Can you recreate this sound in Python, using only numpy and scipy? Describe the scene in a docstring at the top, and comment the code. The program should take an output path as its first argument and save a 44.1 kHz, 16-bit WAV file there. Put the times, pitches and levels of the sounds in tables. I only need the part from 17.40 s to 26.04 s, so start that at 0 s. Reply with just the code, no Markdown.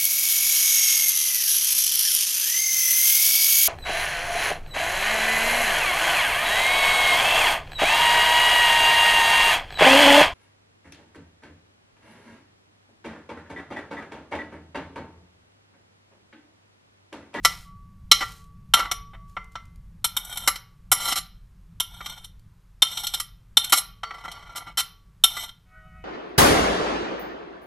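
"""A steel spoon pushes chopped vegetables off a hand-held china plate into a bowl in a small kitchen.
Each stroke lands with a clink and scrapes over the glaze; both drive the plate's modes, the tones it
naturally rings at. A soft ring sings on after a touch or lift. Wet pieces tick as they fall.
A low rumble fills the room, and at the end a two-tone horn sounds far outside."""
import sys
import numpy as np
from scipy import signal
from scipy.fft import rfft, irfft, next_fast_len
from scipy.io import wavfile
from scipy.ndimage import map_coordinates

SR = 44100
rng = np.random.default_rng(int(sys.argv[2]) if len(sys.argv) > 2 else 0)


def output_pcm(signal):
    """Save a mono or channel-first signal as 16-bit PCM at the path in sys.argv[1].

    Samples are clipped to [-1, 1] before scaling.
    """
    pcm = np.clip(np.atleast_2d(signal).T, -1, 1) * 32767
    wavfile.write(sys.argv[1], SR, np.round(pcm).astype(np.int16))


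N = 381024
TIME = np.arange(N) / SR

# The plate's modes with the spoon on it. A t60 is the time a sound takes to fade by 60 dB.
# (pitch [Hz], level hit at the rim [dB], level hit in the centre [dB], base t60 [s], full bend [Hz])
PLATE_MODES = [(327, -21, -22.5, 0.035, 1.5), (549, -19, -19.5, 0.027, 0), (772, -9, -8.5, 0.029, -2),
               (963, -11.5, -9, 0.062, -130), (1183, -3, -15.5, 0.14, 1), (1356.4, 0, -3, 0.18, 96),
               (1994, -3, -17, 0.13, 80), (2207, -7, -9.5, .12, 91.5), (2574, -18.5, -22.5, 0.09, -150),
               (2915, -9, -8.5, .09, 139), (3136, -4, 3.5, 0.063, 54), (3616, -12, 4, .09, 38),
               (3985, -6, -11, 0.095, -3), (4134, -6.5, -6.5, .09, 40), (4495, -15, -26, 0.089, -100),
               (5228, -5.5, -14, 0.066, 204), (5494, -9.5, -8.5, 0.081, 200), (5747, -8.5, -6, .15, 169),
               (6510, -12.5, -16.5, 0.094, -200), (7310, -11, -19.5, 0.15, 299.5),
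               (7500, -8.5, -8.5, .08, 278), (8110, -7.5, -5, 0.055, -300), (8910, -9, -8.5, 0.088, -0.5),
               (9360, -13.5, -8, 0.11, -150), (9820, -17, -11, .06, -0.5), (11184, -3, -5, 0.16, 152),
               (11460, -11, -7, .05, 201.5), (13160, -8, -6.5, 0.043, 203),
               (14500, -13.5, -14, 0.049, -3.5)]
# The spoon slides, pressing harder up to a push, then easing off. Bass and treble are relative to the mids.
# (start [s], push [s], end [s], place [0 centre, 1 rim], mids at the push [dB], rise [dB], fall [dB],
#  bass [dB], treble [dB])
STROKES = [(1.374, 1.391, 1.505, 1, -36, 4, 28.5, 10, -5),
           (2.686, 2.92, 3.069, 0.18, -40.5, 28.5, 3.5, -3.5, -1),
           (3.556, 3.69, 3.728, 0.82, -25.5, 16, 5, -3, -1.5),
           (4.439, 4.69, 4.846, 0.12, -41, 18, 14, -6, -7), (5.47, 5.6, 5.795, 0.35, -34.5, 6, 12, -9, -4),
           (6.2, 6.22, 6.306, 0.27, -41, 0.5, 5.5, -6.5, -3.5),
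           (6.355, 6.388, 6.407, .8, -24.5, 8.5, 13.5, -8, 4),
           (6.673, 6.926, 7.326, 0.684, -49, 9, 11, 10, -12),
           (7.881, 8.02, 8.087, 0.38, -34, 10, 18.5, -5.5, -2.5)]
# The tone colour of steel rubbing on glaze: (frequency [Hz], level [dB])
CONTACT_COLOUR = [(60, -15.5), (170, 1.5), (330, -4), (450, -8.5), (800, 6), (1500, 7), (3500, -5),
                  (6000, -5.5), (10000, -17), (14500, -14.5)]


def amp(db):
    """Turn decibels into a gain."""
    return 10 ** (np.asarray(db) / 20)


def unit(x):
    """Scale x to an average (rms) level of 1."""
    return x / np.sqrt(np.mean(x ** 2) + 1e-20)


def along(points, hz):
    """Read between (frequency, value) points on a log frequency axis."""
    freqs, values = np.transpose(points)
    return np.interp(np.log(hz + 1), np.log(freqs), values)


def curve(points, t):
    """Read between (time, value) points."""
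    return np.interp(t, *np.transpose(points))


def wobble(rate, n):
    """A smooth random curve, n samples long, through `rate` random values a second."""
    return map_coordinates(rng.standard_normal(int(n * rate / SR) + 4), [np.arange(n) * rate / SR])


def filtered(x, response):
    """Scale each frequency in x by response(hz)."""
    n = x.shape[-1]
    padded = next_fast_len(n + SR // 10)
    return irfft(rfft(x, padded) * response(np.fft.rfftfreq(padded, 1 / SR)), padded)[..., :n]


def coloured(x, colour):
    """Give x a tone colour and an average level of 1."""
    return unit(filtered(x, lambda hz: amp(along(colour, hz))))


def add(track, start, x):
    """Mix x into the track from `start` seconds on."""
    part = track[max(round(start * SR), 0):][:len(x)]
    part += x[:len(part)]


def voiced(x, db, bass_db, treble_db, size):
    """Set the bass, mids and treble of x, going by its first `size` samples: hard contact is bright."""
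    def bands(hz):
        below_mids, below_treble = (1 / (1 + (hz / edge_hz) ** 8) for edge_hz in (2600, 6500))
        return np.array([below_mids, below_treble - below_mids, 1 - below_treble])
    levels = (db + bass_db, db, db + treble_db)
    return sum(amp(level) * band / np.std(band[:size]) for level, band in zip(levels, filtered(x, bands)))


def grains(n, rate, spread_db):
    """Tiny random clicks of unequal size, about `rate` a second."""
    return unit((rng.random(n) < rate / SR) * rng.standard_normal(n) * amp(spread_db * rng.standard_normal(n)))


def gate(t, start, end, fade):
    """On between two times, with soft edges."""
    return np.clip((t - start) / fade + 1, 0, 1) * np.clip((end - t) / fade + 1, 0, 1)


def background(swell_db=1.76, swell_rate=6, hiss_db=-70):
    """A gently swelling rumble and the faint hiss of the room."""
    # How loud the rumble is: (time [s], level [dB])
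    rumble_levels = [(0, -44.5), (3.9, -47.5), (4.5, -50), (8.4, -53), (8.6, -45.5)]
    # The tone colours of rumble and hiss: (frequency [Hz], level [dB])
    rumble_colour = [(15, -4.5), (28, -3.5), (45, 4), (62, -7), (110, -4), (140, -12), (175, -6.5),
                     (230, -25.5), (350, -37), (700, -64.5), (2000, -120)]
    hiss_colour = [(100, -5), (400, -0.5), (700, -6), (1100, -1), (1700, -6), (3000, -10.5), (7000, -15),
                   (14000, -17.5)]
    level_db = curve(rumble_levels, TIME) + swell_db * wobble(swell_rate, N)
    rumble = amp(level_db) * coloured(rng.standard_normal(N), rumble_colour)
    return rumble + amp(hiss_db) * coloured(rng.standard_normal(N), hiss_colour)


def mode_gains(place):
    """How strongly a touch between centre (0) and rim (1) drives each mode."""
    _, rim_db, centre_db, _, _ = np.transpose(PLATE_MODES)
    gain = amp(centre_db + np.clip(place, 0, 1) * (rim_db - centre_db))
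    return gain / np.linalg.norm(gain)


def sweet_spot(hz, favoured_hz, boost_db, reach=0.021):
    """A mode that swings widest right under the spoon is driven harder."""
    return amp(boost_db * np.exp(-((hz / favoured_hz - 1) / reach) ** 2))


def bend(t):
    """The sliding spoon's weight bends the modes' pitch, most in mid-stroke at the plate's centre."""
    return sum(np.sin(np.pi * np.clip((t - start) / (end - start), 0, 1)) * (1 - np.clip(place, 0, 1))
               for start, _, end, place, *_ in STROKES)


def choked(x, place, bare_db=-10):
    """Under the pressing spoon the modes blur into broad humps, with a little contact noise between."""
    mode_hz = np.transpose(PLATE_MODES)[0][:, None]
    width_hz = 60 + .028 * mode_hz
    humps = lambda hz: np.sqrt(mode_gains(place) ** 2 @ np.exp(-((hz - mode_hz) / width_hz) ** 2))
    return unit(filtered(x, humps)) + amp(bare_db) * coloured(x, CONTACT_COLOUR)


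def clinks(scatter_db=2, split=0.0053, damping=1.2, clash_db=-1, clash_t60=.045, attack_s=.0013):
    """Each blow rings the modes that its place favours, over a short clash of steel on glaze."""
    # The spoon hits the plate: (time [s], mids [dB], bass over mids [dB], treble over mids [dB],
    # place [0 centre, 1 rim], favoured mode [Hz], chatter [s])
    blows = [(0.0481, -16, 0.5, -6.5, 1, 2023, 0.0068), (0.7143, -7, -11, -13, 0.96, 4000, 0.0034),
             (0.8052, -33.5, 6, -16, 1, 1940, .028), (1.337, -14, -0.5, -7, 0.3, 1319, 0.005),
             (1.3899, -32.5, 8.5, -9, 0.87, 1357, 0.016), (1.4525, -46, 12, -22, 0.72, 2060, .005),
             (1.5129, -26.5, -2, -5, 0.61, 5750, 0.0064), (1.7331, -65.5, 18, -12.5, 0.33, 4460, 0.019),
             (1.966, -54.5, 25, -18, 0.44, 2030, 0.0081), (2.1541, -44.5, 10.5, -24.5, 0.37, 2150, 0.0034),
             (2.6429, -24.5, -4.5, 2, 0.3, 4080, 0.0084), (2.7659, -25, -8.5, -1.5, 0, 3750, 0.0069),
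             (2.848, -53, -2, 12, 0.26, 3050, 0.0036), (2.9721, -34, -7.5, 1.5, .32, 3770, 0.0021),
             (3.0747, -21, 1, 1, 1, 5480, 0.0071), (3.1566, -38.5, -3.5, -6.5, 0.91, 4150, .005),
             (3.5159, -22.5, 2.5, 8, 0.84, 1357, .013), (3.721, -29.5, 0, -3.5, 1, 5200, 0.006),
             (3.7564, -28.5, -3.5, -1.5, 0.87, 4130, 0.03), (4.3998, -24, -11, -2, .12, 7555, 0.0062),
             (4.605, -53.5, 16, -15, 0.71, 1980, 0.0099), (4.6588, -36, -4.5, -9, 0.81, 3730, 0.0081),
             (4.844, -44, -14, -2.5, 0.14, 3130, .005), (5.4203, -12, -14.5, -11.5, 0, 3564, .008),
             (5.5718, -29, -10.5, -11, 0.12, 3250, 0.0074), (5.6682, -28, -19, -4, .38, 4170, 0.0027),
             (5.7374, -25.5, -11.5, -4.5, 0.34, 3360, 0.012), (5.7988, -32, -4.5, 2, 1, 5260, 0.0059),
             (6.1699, -11, -15, -11, 0.057, 3575, .004), (6.2426, -32.5, -12.5, -1, 0.53, 3200, 0.0045),
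             (6.296, -38.5, -7.5, 1.5, 0.039, 3170, 0.0085), (6.3225, -17, 0.5, 0.5, 0.97, 5470, 0.015),
             (6.6325, -39, 9, -20, 0.58, 3290, .005), (6.7067, -52.5, 17, -25, 0.56, 2240, .005),
             (6.8477, -50, 14.5, -10, 0.79, 2130, 0.011), (6.9153, -42, -11, -6.5, 0.79, 3140, 0.0065),
             (7.1576, -38, -4, -0.5, 0.92, 3230, 0.025), (7.3722, -23.5, -6.5, -3.5, 0.67, 3035, 0.035),
             (7.8377, -11, -13.5, -5.5, 0.036, 3630, 0.006), (7.9661, -38, 4.5, -3, 0.86, 1357, 0.01),
             (8.0905, -43.5, -7.5, -15, 0, 3140, 0.0043)]
    out, t = np.zeros(N), np.arange(SR // 6) / SR
    rest_hz, _, _, t60, bend_hz = np.transpose(PLATE_MODES)[:, :, None]
    for start, db, bass_db, treble_db, place, favoured_hz, chatter in blows:
        fading = np.maximum(t - chatter, 0)  # the spoon chatters on the glaze before the ring fades
        decay = np.exp(-np.log(1000) * damping * fading / t60)
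        strength, gap, phase, load = rng.standard_normal((4, len(PLATE_MODES), 1))
        hz = rest_hz + bend_hz * (bend(start) + .2 * load)  # each landing spot bends the pitch its own way
        beats = np.cos(2 * np.pi * hz * split * gap * t)  # the spoon's weight splits each mode in two
        gain = mode_gains(place)[:, None] * amp(scatter_db * strength)
        gain *= sweet_spot(hz, favoured_hz, boost_db=5)
        ring = np.sum(gain * decay * beats * np.sin(2 * np.pi * (hz * t + phase)), axis=0)
        clash = amp(clash_db - 60 * fading / clash_t60) * choked(rng.standard_normal(len(t)), place)
        blow = (np.sqrt(2) * ring + clash) * (1 - np.exp(-t / attack_s))
        add(out, start, voiced(blow, db, bass_db, treble_db, size=SR // 50))
    return out


def vegetables(tick_db=-7, tick_t60=0.018, thinning=1.7):
    """Wet pieces crackle ahead of the spoon and drop one by one."""
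    # The spoon sweeps through the pieces: (start [s], end [s], level [dB])
    sweeps = [(0.048, 0.336, -42.5), (0.777, 1.117, -44.5), (1.89, 2.103, -67.5), (2.125, 2.419, -69.5)]
    # Single pieces land: (time [s], level relative to tick_db [dB])
    landings = [(0.8814, -39), (0.9204, -34), (1.042, -48), (1.8974, -51), (2.044, -46), (2.1206, -49),
                (2.2552, -47), (2.3594, -48.5), (4.9954, -49.5)]
    # The tone colour of wet food: (frequency [Hz], level [dB])
    wet_colour = [(500, -1.5), (1500, -2.5), (4000, 2), (7500, 1), (12000, -2.5), (14500, -4.5)]
    flow = np.zeros(N)
    for start, end, db in sweeps:
        remaining = np.clip((end - TIME) / (end - start), 0, 1)
        flow += gate(TIME, start, end, fade=.02) * amp(db) * remaining ** thinning
    out = flow * coloured(grains(N, rate=4800, spread_db=-1), wet_colour)
    t = np.arange(SR // 20) / SR
    for start, db in landings:
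        splat = coloured(rng.standard_normal(len(t)), wet_colour)
        add(out, start, amp(db + tick_db - 60 * t / tick_t60) * splat)
    return out


def lingering_ring(rise_s=0.019):
    """The ring swells after a touch or lift and sings on softly."""
    # Tones that ring on, the plate's and one near 4450 Hz probably from spoon or bowl:
    # (pitch [Hz], level [dB], t60 [s])
    tones = [(447, -12, 1.1), (662, -11, .35), (1140, 0, .9), (2065, -4, .5), (2885, -13, .35),
             (4450, -14, .3), (5460, -16, .3), (5745, -12, .35), (7450, -19, .25)]
    # A ring begins: (time [s], base level [dB], favoured mode [Hz])
    rings = [(0.248, -62, 1140), (.74, -42, 5745), (.83, -62, 1140), (0.989, -71, 1140), (1.4, -51.5, 1134),
             (1.514, -50.5, 5700), (1.732, -61.5, 660), (1.78, -65.5, 1140), (1.968, -52, 2065),
             (2.155, -60.5, 2065), (3.09, -53.5, 5460), (6.391, -54.5, 5800), (6.634, -42, 4480),
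             (6.92, -51, 4500), (7.411, -56.5, 5600)]
    out, t = np.zeros(N), np.arange(SR) / SR
    for start, db, favoured_hz in rings:
        for hz, tone_db, t60 in tones:
            envelope = amp(db + tone_db - 60 * t / t60) * (1 - np.exp(-t / rise_s))
            gain = sweet_spot(hz, favoured_hz, boost_db=17, reach=.15)
            add(out, start, gain * envelope * np.sin(2 * np.pi * hz * t))
    return out


def catches(n, catch_db=-12, db_per_s=24, release_s=0.009):
    """Drag on the spoon jumps wherever its edge catches; long strokes stick and slip the most."""
    jumps = np.abs(grains(n, rate=50, spread_db=3))
    drag = signal.lfilter([1], [1, -np.exp(-1 / (release_s * SR))], jumps)
    return 1 + amp(catch_db + db_per_s * n / SR) * unit(drag)


def scrapes(level_db=-1, grit_db=-9, rasp_db=-14, judder_db=2, damping=5.5, fade_s=.015):
    """The spoon's edge slips over the glaze in tiny jerks that drive the plate's damped, gliding modes."""
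    out = np.zeros(N)
    for start, push, end, place, db, rise_db, fall_db, bass_db, treble_db in STROKES:
        t = TIME[round((start - fade_s) * SR):round((end + fade_s) * SR)]
        n = len(t)
        slips = grains(n, rate=12000, spread_db=2.5) * amp(judder_db * wobble(70, n)) * catches(n)
        pull, ring = bend(t), 0
        for gain, (hz, _, _, t60, bend_hz) in zip(mode_gains(place), PLATE_MODES):
            rocking = 1 + .4 * wobble(22, n)  # the spoon rocks, so each pitch wanders
            tone = np.exp(2j * np.pi * np.cumsum(hz + bend_hz * pull * rocking) / SR)
            decay = np.exp(-np.log(1000) * damping / (t60 * SR))
            # Keep the part of the slips near this tone; smoothing twice keeps the gaps between modes quiet.
            swing = signal.lfilter([1], np.poly([decay, decay]), slips / tone)
            ring = ring + gain * unit((tone * swing).real)
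        grit = amp(grit_db) * choked(slips, place)
        rasp = amp(rasp_db) * coloured(slips, CONTACT_COLOUR)
        eased_db = np.interp(t, [start, push, end], [rise_db, 0, fall_db])
        # A lighter touch is quieter and duller.
        scrape = voiced(unit(ring) + grit + rasp, db - eased_db,
                        bass_db + .25 * eased_db, treble_db - .15 * eased_db, size=n)
        add(out, t[0], gate(t, start, end, fade_s) * scrape)
    return amp(level_db) * out


def horn(waver_db=4, rasp=0.17):
    """Two rasping notes about a minor third apart, each harmonic wavering on its way through the street."""
    # The horn swells and holds: (time [s], base level [dB])
    swell = [(8.26, -79), (8.33, -61.5), (8.48, -60.5), (8.64, -61)]
    # Its two notes: (pitch [Hz], level [dB])
    notes = [(634.5, 3.5), (741.5, 3.5)]
    # The tones that make up each note: (multiple of the pitch, level [dB])
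    harmonics = [(1, -7.5), (2, -1.5), (3, -5), (4, -13), (5, -25.5)]
    out, t = np.zeros(N), TIME[TIME > swell[0][0]]
    for hz, note_db in notes:
        phase = 2 * np.pi * hz * t + rasp * (2 * wobble(29, len(t)) + wobble(185, len(t)))
        for multiple, db in harmonics:
            level_db = curve(swell, t) + note_db + db + waver_db * wobble(19.5, len(t))
            add(out, t[0], amp(level_db) * np.sin(multiple * phase))
    return out


def kitchen_echo(x):
    """The hard walls answer with a short echo that dies fastest around 7500 Hz."""
    # How long the room rings: (frequency [Hz], t60 [s])
    ring_times = [(150, .25), (1000, 0.36), (3000, 0.37), (5500, .33), (7500, 0.15), (14000, 0.33)]
    hz, t, noise = signal.stft(rng.standard_normal(SR // 2), SR, nperseg=256)
    decay = amp(-60 * t / along(ring_times, hz)[:, None])
    _, tail = signal.istft(noise * decay, SR, nperseg=256)
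    delayed_tail = np.pad(tail / np.linalg.norm(tail), (SR // 200, 0))
    return signal.fftconvolve(x, delayed_tail)[:N]


def stereo_side(x, side_db=-14, above_hz=4800):
    """The part that differs between left and right: only the high frequencies."""
    return amp(side_db) * filtered(x, lambda hz: 1j * (1 - 1 / (1 + (hz / above_hz) ** 12)))


def scene(echo_db=-14):
    """Plate and food close by, the kitchen around them, the street beyond."""
    near = clinks() + scrapes() + lingering_ring() + vegetables()
    mid = near + amp(echo_db) * kitchen_echo(near) + background() + horn()
    side = stereo_side(near)
    return np.array([mid + side, mid - side])


def record(dry, hardness=6, top_hz=14500):
    """Round off the loudest clinks at full scale and cut the very highest treble."""
    rounded = dry / (1 + np.abs(dry) ** hardness) ** (1 / hardness)
    return filtered(rounded, lambda hz: np.clip((top_hz - hz) / 400 + .5, 0, 1))


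dry = scene()
out = record(dry)
output_pcm(out)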